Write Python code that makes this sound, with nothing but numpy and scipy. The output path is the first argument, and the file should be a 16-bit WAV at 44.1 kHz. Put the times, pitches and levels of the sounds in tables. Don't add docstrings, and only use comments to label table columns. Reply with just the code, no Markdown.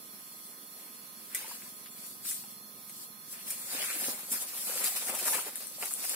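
import sys
import numpy as np
from scipy import signal
from scipy.fft import rfft, irfft, next_fast_len
from scipy.io import wavfile
from scipy.ndimage import uniform_filter1d, map_coordinates

SR = 44100
rng = np.random.default_rng(int(sys.argv[2]) if len(sys.argv) > 2 else 0)


def ratio_of_db(decibels):
    return 10 ** (np.asarray(decibels, float) / 20)


def wav_record(signal):
    frames = np.transpose(np.atleast_2d(signal))
    bounded = np.clip(frames, -1, 1)
    quanta = np.round(bounded * 32767).astype(np.int16)
    wavfile.write(sys.argv[1], SR, quanta)


N = 271215

# (frequency [Hz], level [dB per Hz])
FIBRE_COLOUR = [(3000, -31.5), (5500, -6.5), (6460, -5), (7730, 0.5), (10700, 0.5), (11800, -1.5),
                (14900, -2), (17000, -15.5)]
PING_COLOUR = [(3000, -31), (6500, -11.5), (8000, 0), (9500, 3), (11500, -4), (13500, -11), (16500, -15.5)]
RIB_COLOUR = [(1500, -38.5), (2800, -8), (3500, -1), (4800, 2.5), (6000, -5.5), (7500, -2), (12000, -64.5)]
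SHEET_COLOUR = [(650, -37.5), (1100, -12.5), (1500, -7), (2400, -1.5), (2900, -6), (4000, -14.5),
                (8000, -86.5)]
STALK_COLOUR = [(71, -70), (120, -42), (185, -1), (249, -3), (317, -6.5), (527, 1), (1500, -4.5),
                (1950, -10.5), (3300, -120)]
EXHAUST_COLOUR = [(60, -34.5), (100, -24), (112, -16), (135, -5.5), (165, -7), (210, 3), (260, -5.5),
                  (400, -24), (800, -54)]
# (frequency [Hz], level [dB per Hz])
AIR_COLOUR = [(30, -37), (245, 0.5), (740, -5.5), (1300, -8), (2600, -8.5), (3100, -9), (3900, -9),
              (5000, -5.5), (6300, -9.5), (7500, -7), (8450, -13), (9000, -4.5), (10900, 0), (11400, -4),
              (12500, -1), (14500, -5.5), (15700, -4.5)]
# (frequency [Hz], likeness [0 to 1])
AIR_LIKENESS = [(60, 1), (180, 0.65), (550, 0.6), (1650, 0.16), (4970, 0.13), (15000, 0.15)]
# (frequency [Hz], left over right [dB])
AIR_LEAN = [(60, -1), (240, -2), (950, -1.5), (3770, 2.5), (15000, -6)]
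# (frequency [Hz], rms level [dB], left over right [ratio])
WHINE_TONES = [(1055.8, -72, -.3), (1249.4, -70, -.1), (3362.5, -71, .7), (3556, -72, .35),
               (5669, -71, -.1), (5862, -71, -.1), (9227, -76, 0), (10282, -64, 0), (10475.5, -64, 0),
               (10760, -72, 0), (10862, -71, 0), (11143, -73, 0), (11337.5, -70, 0), (11531, -70, 0),
               (11725, -76, 0), (12010, -74, 0), (12204, -74, 0), (12588.5, -65, 0), (12782, -65, 0),
               (13451, -73, 0), (13644.5, -67, 0), (13838, -63, -.1), (14032, -71, 0), (14508, -77, 0),
               (14896, -76, 0), (15089, -73, 0)]
# (time [s], level [dB])
ENGINE_LEVEL = [
    (0.0, -61.5),
    (0.8, -66.5),
    (2.43, -59),
    (3.3, -62),
    (4.0, -59),
    (4.4, -64.5),
    (5.2, -65.5),
    (6.15, -66),
]
# (frequency [Hz], time to fade by 60 dB [s])
GROVE_FADE = [(200, 0.085), (2000, 0.072), (12000, 0.23)]
# (time [s], peak level [dB], pitch [Hz])
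STALK_KNOCKS = [(1.444, -38.5, 887), (4.88, -38, 736), (4.92, -39, 697), (5.165, -41, 780),
                (1.428, -41.5, 2210), (1.492, -46, 970), (1.511, -36, 971), (1.659, -46.5, 1025),
                (2.437, -49, 804), (3.747, -38, 268), (3.835, -40, 1985), (3.9, -39, 2430),
                (3.958, -36, 301), (4.335, -39, 225), (5.036, -44, 556), (5.096, -38, 208),
                (5.28, -32.5, 1224), (5.35, -34, 417), (5.87, -46, 660), (4.023, -38, 346),
                (4.084, -33, 243), (4.316, -37.5, 226), (4.694, -37, 480), (4.757, -36, 500),
                (4.799, -40, 336), (4.869, -39, 1950), (5.091, -34, 780), (5.124, -35.5, 528),
                (5.151, -37.5, 670), (5.255, -34, 612), (5.277, -30, 943), (5.326, -30.5, 880),
                (5.379, -31, 984), (5.46, -36, 418), (5.604, -47, 667), (5.829, -39.5, 776),
                (6.036, -39, 645)]
# (time [s], peak level [dB], pitch [Hz])
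FLAT_SLAPS = [(1.3475, -30, 2000), (1.3565, -32, 2050), (4.0805, -28, 260), (4.0815, -32.5, 570),
              (5.8255, -30, 738), (5.8285, -37, 1400), (5.607, -43.5, 676), (5.783, -42, 590),
              (5.712, -46.5, 509), (5.333, -27.5, 1750), (5.342, -32, 1100), (5.391, -31, 1300),
              (5.91, -41, 1200), (6.047, -39.5, 775), (6.134, -39.5, 880), (4.378, -43, 759),
              (3.842, -34, 2300), (3.91, -33, 2450), (2.2885, -34.5, 7750), (2.296, -33, 7800),
              (2.309, -33.5, 6000), (2.255, -42, 5400), (2.314, -41, 2000), (5.3, -37.5, 3800),
              (4.795, -37, 4300), (5.365, -33, 1500)]
# (time [s], peak level [dB], sheet part
# over peak [dB], left over right [dB])
RIPS_RUNNING = [(1.3469, -23.5, -22, 3), (1.859, -49.5, -3, 6), (2.2464, -38.5, -21, 7),
                (2.266, -39, -37, 10), (2.287, -36, -25, 4), (2.309, -31, -21, 6), (3.503, -26, -22, 3),
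                (4.316, -25, -27, -1), (4.3244, -25.5, -35, 9), (4.5766, -36.5, -13, 1),
                (4.839, -23, -20, 8.5), (4.87, -25, -26.5, 3), (4.9611, -26.5, -15.5, 3),
                (5.0946, -28.5, -21, 7), (5.149, -30.5, -14, 4), (5.1874, -29, -13.5, 8),
                (5.2024, -29, -20.5, -8.5), (5.2527, -28, -17.5, 6.5), (5.2781, -26, -17.5, 11),
                (5.3482, -27.5, -12.5, 10), (5.854, -30.5, -17.5, 7), (6.038, -33, -16, 4),
                (6.048, -29, -19.5, 2)]
TICKS_ALONE = [(1.3477, -21, -24, -2), (1.354, -25, -18, -4.5), (1.6207, -37.5, -5.5, 4),
               (2.3112, -25, -35, 8), (2.315, -31, -30, 2), (2.3205, -30, -28, 3), (2.3222, -22, -25, -4),
               (2.439, -41.5, -8.5, 0), (2.896, -29, -15.5, 6), (2.898, -38, -19, 1), (3.6183, -29, -15, 1),
               (3.748, -30, -15, -6), (3.834, -26, -20, 5), (3.8445, -26, -18, 4), (3.861, -26, -21, 2),
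               (4.422, -22, -18.5, 1), (4.7557, -16.5, -24.5, 4), (5.0956, -24, -23, 1),
               (5.1005, -25, -20, 3), (5.1502, -20.5, -22, 0), (5.1506, -22, -24, 0), (5.2278, -23, -29, 4),
               (5.2285, -20.5, -25, 5), (5.257, -17.5, -23, 1), (5.299, -26, -28, 4),
               (5.343, -17, -23, 1.5), (5.4094, -26, -19, 7), (5.4227, -19.5, -33.5, -4),
               (5.557, -22, -21, 6), (5.5578, -23.5, -16.5, 2), (5.575, -32, -39.5, 12),
               (5.6055, -33, -7, 3), (5.6705, -24, -44, 8), (5.8252, -37, 5.5, -0.5),
               (5.9091, -23.5, -22, 3.5), (5.9382, -17, -29, 6), (5.9524, -26, -37, -3),
               (6.0516, -27.5, -17, 1.5), (6.0948, -15.5, -32, 6.5), (6.1023, -23, -19, 4),
               (6.1422, -21, -16, -2)]
MORE_TICKS_ALONE = [(0.4678, -32, -30, -2), (3.4865, -29, -22, 1), (3.7256, -30, -25, 4),
                    (4.6878, -24.5, -26, 0), (4.743, -28.5, -13, 2), (4.776, -26.5, -10, 2),
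                    (4.849, -24, -12, 2), (4.971, -26, -12, 3), (4.329, -19, -30, 3), (5.5356, -33, -28, 2),
                    (5.8383, -29, -22, 1), (5.8459, -26.5, -22, 3), (5.972, -32, -29, 2),
                    (6.085, -30, -28, 2), (6.1342, -23.5, -13.5, 4), (2.2547, -36, -7, 10),
                    (4.0433, -29, -1, 3.5), (5.4945, -38, 0, 2), (2.289, -29, -29, 5), (2.295, -37, -30, 4),
                    (2.302, -33, -30, 4), (5.2795, -18, -25, 4), (5.345, -17.5, -16, 7),
                    (5.349, -20, -20.5, -2)]
# (peak time [s], level [dB], rise [s per 20 dB], fall [s per 20 dB])
HAND_TUGS = [(0.466, -53, 2.1, 0.26), (0.8, -53.5, 0.5, 0.9), (1.348, -36.5, 0, 0.07), (1.4, -45.5, 0.2, 0),
             (1.5, -42, 0.31, 0.22), (1.7, -52.5, .5, 1), (2.068, -42.5, 0.16, 0.14),
             (2.25, -39, -0.03, 0.31), (2.288, -36, -0.01, .2), (2.305, -34.5, 0.07, 0.01),
             (2.897, -48, -0.23, -0.05), (3.035, -46.5, 0.37, 0.08), (3.328, -44, 0.12, 0.1),
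             (3.51, -38, 0.13, .1), (3.6, -43.5, 0.25, 1), (3.72, -42, 0.2, 0.4), (3.845, -35, 0.34, 0.2),
             (3.97, -36.5, 0.19, 0.16), (4.07, -33.5, 0.4, 0.22), (4.32, -30.5, -0.02, 0.1),
             (4.42, -36, 0.25, 0.08), (4.5, -45.5, 0.3, 1), (4.6, -39, 0.24, 0.3),
             (4.775, -32.5, 0.32, 0.17), (4.842, -28.5, 0, 0.13), (4.97, -36.5, 0.36, 0.37),
             (5.06, -37.5, 0.2, 0.14), (5.2, -38, 0.5, 0.02), (5.305, -29.5, 0.17, 0.25),
             (5.56, -42, -0.06, 0.4), (5.856, -38, 0.12, 0.3), (5.935, -37, 0.3, .25),
             (6.1, -36.5, 0.48, 3)]
# (peak time [s], sheet rattle [dB], rise [s per 20 dB], fall [s per 20 dB],
# stalk scrape over rattle [dB])
SHEATH_SHAKES = [(0.402, -69, 1.5, -0.5, -14), (0.8, -61.5, 0.1, 0.7, -5), (1.349, -45.5, 0.04, 0.19, -15),
                 (1.48, -52.5, 0.27, 0.25, -5), (2.055, -60, 0.2, 0.04, -6), (2.249, -57, -0.13, 0.2, -21),
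                 (3.0, -57, -0.05, 0, 4), (3.33, -60.5, -0.06, 7, -5), (3.509, -50.5, 0.05, 0.1, -8.5),
                 (3.75, -49, 0.14, 0.34, 0.5), (3.83, -41, 0.2, 0.23, -8), (3.91, -41, 0.21, 0.2, -13.5),
                 (4.07, -47, 0.3, 0.2, -0.5), (4.321, -47.5, 0, 0.2, -2), (4.58, -55.5, 0.5, 0.5, 0.5),
                 (4.77, -45.5, 0.25, 0.1, -1.5), (4.843, -42, 0.07, 0.2, -2.5), (4.971, -44, 0, -0.12, -3),
                 (5.03, -51, 0.37, 0.3, 0.5), (5.1, -47.5, 0.18, 0.16, 1), (5.16, -51.5, 0.2, 0.26, 3),
                 (5.28, -46, 0.13, 0.06, 0.5), (5.345, -42.5, 0.16, 0.22, 0.5), (5.5, -59.5, 1, 0.5, -3),
                 (5.825, -43.5, 0, 0.06, 0), (5.86, -50.5, .1, 0.07, -0.5), (5.916, -49.5, 0, 0.04, -2.5),
                 (6.053, -51.5, 0.3, 0, -2.5), (6.148, -47.5, 0.14, .1, -5)]
# (frequency [Hz], level [dB])
ROUNDING_STEP = [(1500, -12), (2300, -3), (3000, 6.5), (4500, 6.5), (6400, 8.5), (8500, 7.5), (9800, 3),
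                 (13500, 4), (15500, 6.5)]

LEFT_LAG = 4
FIRINGS_PER_S = 22.15
TUG_RIBS_DB, TUG_SHEET_DB, SHAKE_RIBS_DB = -11, -26, -3
RIP_AFTER_DB, RIP_T60_S, TICK_AFTER_DB, TICK_T60_S = -4.5, 0.064, -22, 0.047
RIP_RISE_S, RIP_CLICK_DB, TICK_FRAY_DB = 0.0012, -4, 0
KNOCK_T60_S, KNOCK_RISE_S, SLAP_T60_S, SLAP_RISE_S = 0.05, 0.0027, 0.025, 0.00078
BODY_WET_DB, SNAP_WET_DB = -6.5, -7.5
TOP_HZ = 15760


def unit(x):
    return x / np.sqrt(np.mean(x ** 2) + 1e-20)


def along(points, hz):
    f, v = np.transpose(points)
    return np.interp(np.log(hz + 1), np.log(f + 1), v)


def wobble(rate):
    knots = rng.standard_normal(int(N * rate / SR) + 4)
    return map_coordinates(knots, [np.arange(N) * rate / SR])


def filtered(x, response):
    m = next_fast_len(N + 8192)
    return irfft(rfft(x, m) * response(np.fft.rfftfreq(m, 1 / SR)), m)[..., :N]


def struck(x, colour):
    level = np.maximum(along(colour, np.fft.rfftfreq(2048, 1 / SR)), -70)
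    cepstrum = irfft(np.log(ratio_of_db(level)))
    cepstrum[1:1024] *= 2
    cepstrum[1025:] = 0
    ring = irfft(np.exp(rfft(cepstrum)))
    return signal.fftconvolve(x, ring[None] / np.linalg.norm(ring), axes=1)[:, :N]


def patchy(x, depth_db, wide, long):
    z = signal.stft(x, nperseg=256)[2]
    field = uniform_filter1d(rng.standard_normal(z.shape[1:]), size=wide, axis=0)
    field = uniform_filter1d(field, size=long, axis=1)
    return signal.istft(z * ratio_of_db(depth_db * unit(field)), nperseg=256)[1][:, :N]


def rush(colour, patchy_db):
    pair = patchy(rng.standard_normal((2, N)), patchy_db, wide=3, long=28)

    def mid_side(hz):
        angle = np.arccos(np.clip(along(AIR_LIKENESS, hz), -1, 1)) / 2
        return ratio_of_db(along(colour, hz)) * [np.cos(angle), np.sin(angle)]

    def lean(hz):
        return ratio_of_db(along(AIR_LEAN, hz) / 2 * np.array([[1], [-1]]))

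    mid, side = filtered(pair, mid_side)
    return unit(filtered(np.array([mid + side, mid - side]), lean))


def air():
    insect_colour = [(3900, -120), (4120, -5.5), (4260, 2), (4420, -10.0), (4600, -17.5), (4900, -120)]
    insects = ratio_of_db(-62.5 + 1.1 * wobble(7.2)) * rush(insect_colour, patchy_db=0.5)
    hiss = ratio_of_db(-49.0 + 0.087 * wobble(5.0)) * rush(AIR_COLOUR, patchy_db=1.54)
    return hiss + insects


def engine():
    s, db = np.transpose(ENGINE_LEVEL)
    speed = FIRINGS_PER_S + .25 * wobble(1.5) + .2 * wobble(12)
    fired = np.diff(np.floor(np.cumsum(speed) / SR), prepend=0)
    puffs = unit(struck((fired * ratio_of_db(1.0 * wobble(20)))[None], EXHAUST_COLOUR))
    level = ratio_of_db(np.interp(np.arange(N) / SR, s, db) - 4)
    return level * (puffs * ratio_of_db([[-.6], [.6]]) + 0.79 * rush(EXHAUST_COLOUR, patchy_db=2.0))


def whine():
    t = np.cumsum(1 + .00012 * wobble(1.5)) / SR
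    out = np.zeros((2, N))
    for hz, db, left in WHINE_TONES:
        tone = np.sin(2 * np.pi * (hz * t + rng.random()))
        out += ratio_of_db(db + 9) / (1 + left) * tone * np.array([[left], [1]])
    return out


def grove(x):
    hz, t, z = signal.stft(rng.standard_normal((2, SR // 3)), SR, nperseg=256)
    apart = np.clip(hz / 1500, 0, 1)[:, None]
    z = np.array([z[0] + apart * z[1], z[0] - apart * z[1]]) / np.sqrt(1 + apart ** 2)
    fade = ratio_of_db(-60 * t / along(GROVE_FADE, hz)[:, None])
    tail = signal.istft(z * fade, SR, nperseg=256)[1]
    late = np.pad(x, ((0, 0), (200, 0)))
    return signal.fftconvolve(late, tail / np.linalg.norm(tail[0]), axes=1)[:, :N]


def knocks():
    out, t = np.zeros(N + SR), np.arange(SR // 8) / SR
    ratio = np.array([[1], [1.13], [1.7], [.72]])
    hits = [(*row, KNOCK_T60_S, KNOCK_RISE_S) for row in STALK_KNOCKS]
    hits += [(*row, SLAP_T60_S, SLAP_RISE_S) for row in FLAT_SLAPS]
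    for s, db, hz, t60, rise in hits:
        phase = 0.16 * rng.standard_normal((4, 1))
        modes = ratio_of_db([[0], [-6], [-9], [-14]]) * np.sin(2 * np.pi * (hz * ratio * t + phase))
        shape = ratio_of_db(db - 60 * t / t60) * (1 - np.exp(-t / rise))
        out[round(s * SR):][:len(t)] += shape * modes.sum(0)
    return np.array([out[:N], out[:N]])


def snaps():
    rips, sheet, ticks = np.zeros((3, 2, N + SR))
    t = np.arange(SR // 8) / SR
    gathers = 1 - np.exp(-t / RIP_RISE_S)
    breaks = [(*row, RIP_T60_S, RIP_AFTER_DB, False) for row in RIPS_RUNNING]
    breaks += [(*row, TICK_T60_S, TICK_AFTER_DB, True) for row in TICKS_ALONE + MORE_TICKS_ALONE]
    for s, db, sheet_db, pan_db, t60, after_db, alone in breaks:
        z = rng.standard_normal((4, len(t)))
        fray = z[0] * ratio_of_db(-60 * t / .0035)
        fray = fray / np.linalg.norm(fray)
        click = (t == 0) + ratio_of_db(TICK_FRAY_DB) * fray if alone else ratio_of_db(RIP_CLICK_DB) * fray
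        click = 1.6 * np.array([np.roll(click, LEFT_LAG), click])
        after = gathers * (z[1:3] + 0.98 * z[0]) * ratio_of_db(after_db - 60 * t / t60 + 0.77 * z[3])
        hit = (click + after) * ratio_of_db(db + 0.5 + pan_db / 2 * np.array([[1], [-1]]))
        place = slice(round(s * SR), round(s * SR) + len(t))
        (ticks if alone else rips)[:, place] += hit
        sheet[:, place] += ratio_of_db(sheet_db + 4.5) * (hit + 0.21 * hit[::-1])
    fibres = struck(rips[:, :N], FIBRE_COLOUR) + struck(ticks[:, :N], PING_COLOUR)
    return fibres + struck(sheet[:, :N], SHEET_COLOUR) + ratio_of_db(-1.5) * struck(sheet[:, :N], RIB_COLOUR)


def swells(rows):
    t = np.arange(0, N + 64, 32) / SR
    power = np.zeros(len(t))
    for s, db, rise, fall in rows:
        away = np.maximum((s - t) / max(rise, .001), (t - s) / max(fall, .001))
        power += ratio_of_db(2 * (db - 20 * away))
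    return np.interp(np.arange(N) / SR, t, np.sqrt(power))


def cracks(count, scatter_db, clump_db):
    u, g = rng.random((count, 2)), rng.standard_normal((count, 3))
    at = u[:, 0] * (N - 200) + 100
    size = np.sign(g[:, 0]) * ratio_of_db(-scatter_db * np.log(u[:, 1] + .002))
    spread_s = .00008
    lag = np.clip(LEFT_LAG + g[:, 1] * abs(g[:, 1]) * spread_s * SR, -80, 80) / 2
    lean = ratio_of_db(1.2 * g[:, 2])
    left = np.bincount(np.round(at + lag).astype(int), size * lean, N)
    right = np.bincount(np.round(at - lag).astype(int), size / lean, N)
    return np.array([left, right]) * ratio_of_db(clump_db * wobble(45))


def rustle():
    tug, shake = swells(HAND_TUGS), swells([row[:4] for row in SHEATH_SHAKES])
    scrape = swells([(s, db + stalk_db, rise, fall) for s, db, rise, fall, stalk_db in SHEATH_SHAKES])
    jerks = 1.6 * wobble(40)
    fizz = unit(struck(cracks(count=70000, scatter_db=2.0, clump_db=0.5), FIBRE_COLOUR))
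    ribs = unit(struck(cracks(count=20000, scatter_db=2.0, clump_db=2.5), RIB_COLOUR))
    sheet = unit(struck(cracks(count=20000, scatter_db=2.0, clump_db=0.0), SHEET_COLOUR))
    stalk = unit(struck(cracks(count=8000, scatter_db=1.0, clump_db=2.0), STALK_COLOUR))
    parts = tug * fizz + scrape * stalk
    parts += np.hypot(ratio_of_db(TUG_RIBS_DB) * tug, ratio_of_db(SHAKE_RIBS_DB) * shake) * ribs
    parts += np.hypot(ratio_of_db(TUG_SHEET_DB) * tug, shake) * sheet
    effort = tug + shake + 1e-9
    even = patchy(parts / effort, depth_db=2.0, wide=4, long=10)
    return ratio_of_db(jerks + [[.8], [-.8]]) * effort * even


def scene():
    def bass_cut(hz):
        return 1 / (1 + (150 / (hz + 1)) ** 4)

    body = filtered(rustle() + knocks(), bass_cut)
    sharp = filtered(snaps(), bass_cut)
    scatter = grove(ratio_of_db(BODY_WET_DB) * body + ratio_of_db(SNAP_WET_DB) * sharp)
    return air() + engine() + whine() + scatter + body + sharp


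def masked(x):
    hop = 1024
    n, k = np.arange(2 * hop)[:, None] + .5, np.arange(hop) + .5
    hz = k * SR / (2 * hop)
    basis = np.sin(np.pi * n / (2 * hop)) * np.cos(np.pi / hop * (n + hop / 2) * k) * np.sqrt(2 / hop)
    ms = np.pad([x[0] + x[1], x[0] - x[1]], ((0, 0), (hop, 2 * hop - N % hop))).reshape(2, -1, hop) / 2
    frames = np.concatenate([ms[:, :-1], ms[:, 1:]], axis=2)
    lines = frames @ basis
    nearby = np.sqrt(abs(uniform_filter1d(lines ** 2, size=64, axis=2)))
    step = nearby * ratio_of_db(along(ROUNDING_STEP, hz)) + 1e-9
    scatter = rng.standard_normal((len(step[0]), hop // 16))
    step = step * ratio_of_db(1.6 * np.repeat(scatter, 16, axis=1))
    blocks = (frames[0] ** 2).reshape(-1, 8, hop // 4).mean(2) + 1e-12
    rise = blocks[:, 2:] / np.maximum(blocks[:, 1:-1], blocks[:, :-2])
    sudden = (rise.max(1) > ratio_of_db(2 * 8))[:, None]
    peaky = (abs(frames[0]).max(1) > ratio_of_db(15) * frames[0].std(1))[:, None]
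    rounded = np.sign(lines) * np.floor(abs(lines) / step + .4) * step
    lines = np.where(peaky & (hz > 7200) | sudden, lines, rounded)
    back = lines @ basis.T
    mid, side = (back[:, 1:, :hop] + back[:, :-1, hop:]).reshape(2, -1)[:, :N]
    return np.array([mid + side, mid - side])


def low_pass(x):
    return signal.sosfilt(signal.butter(12, 16050, fs=SR, output="sos"), x)


def record(dry):
    kept = filtered(masked(dry), lambda hz: hz < TOP_HZ)
    return low_pass(kept)


dry = scene()
out = record(dry)
wav_record(out)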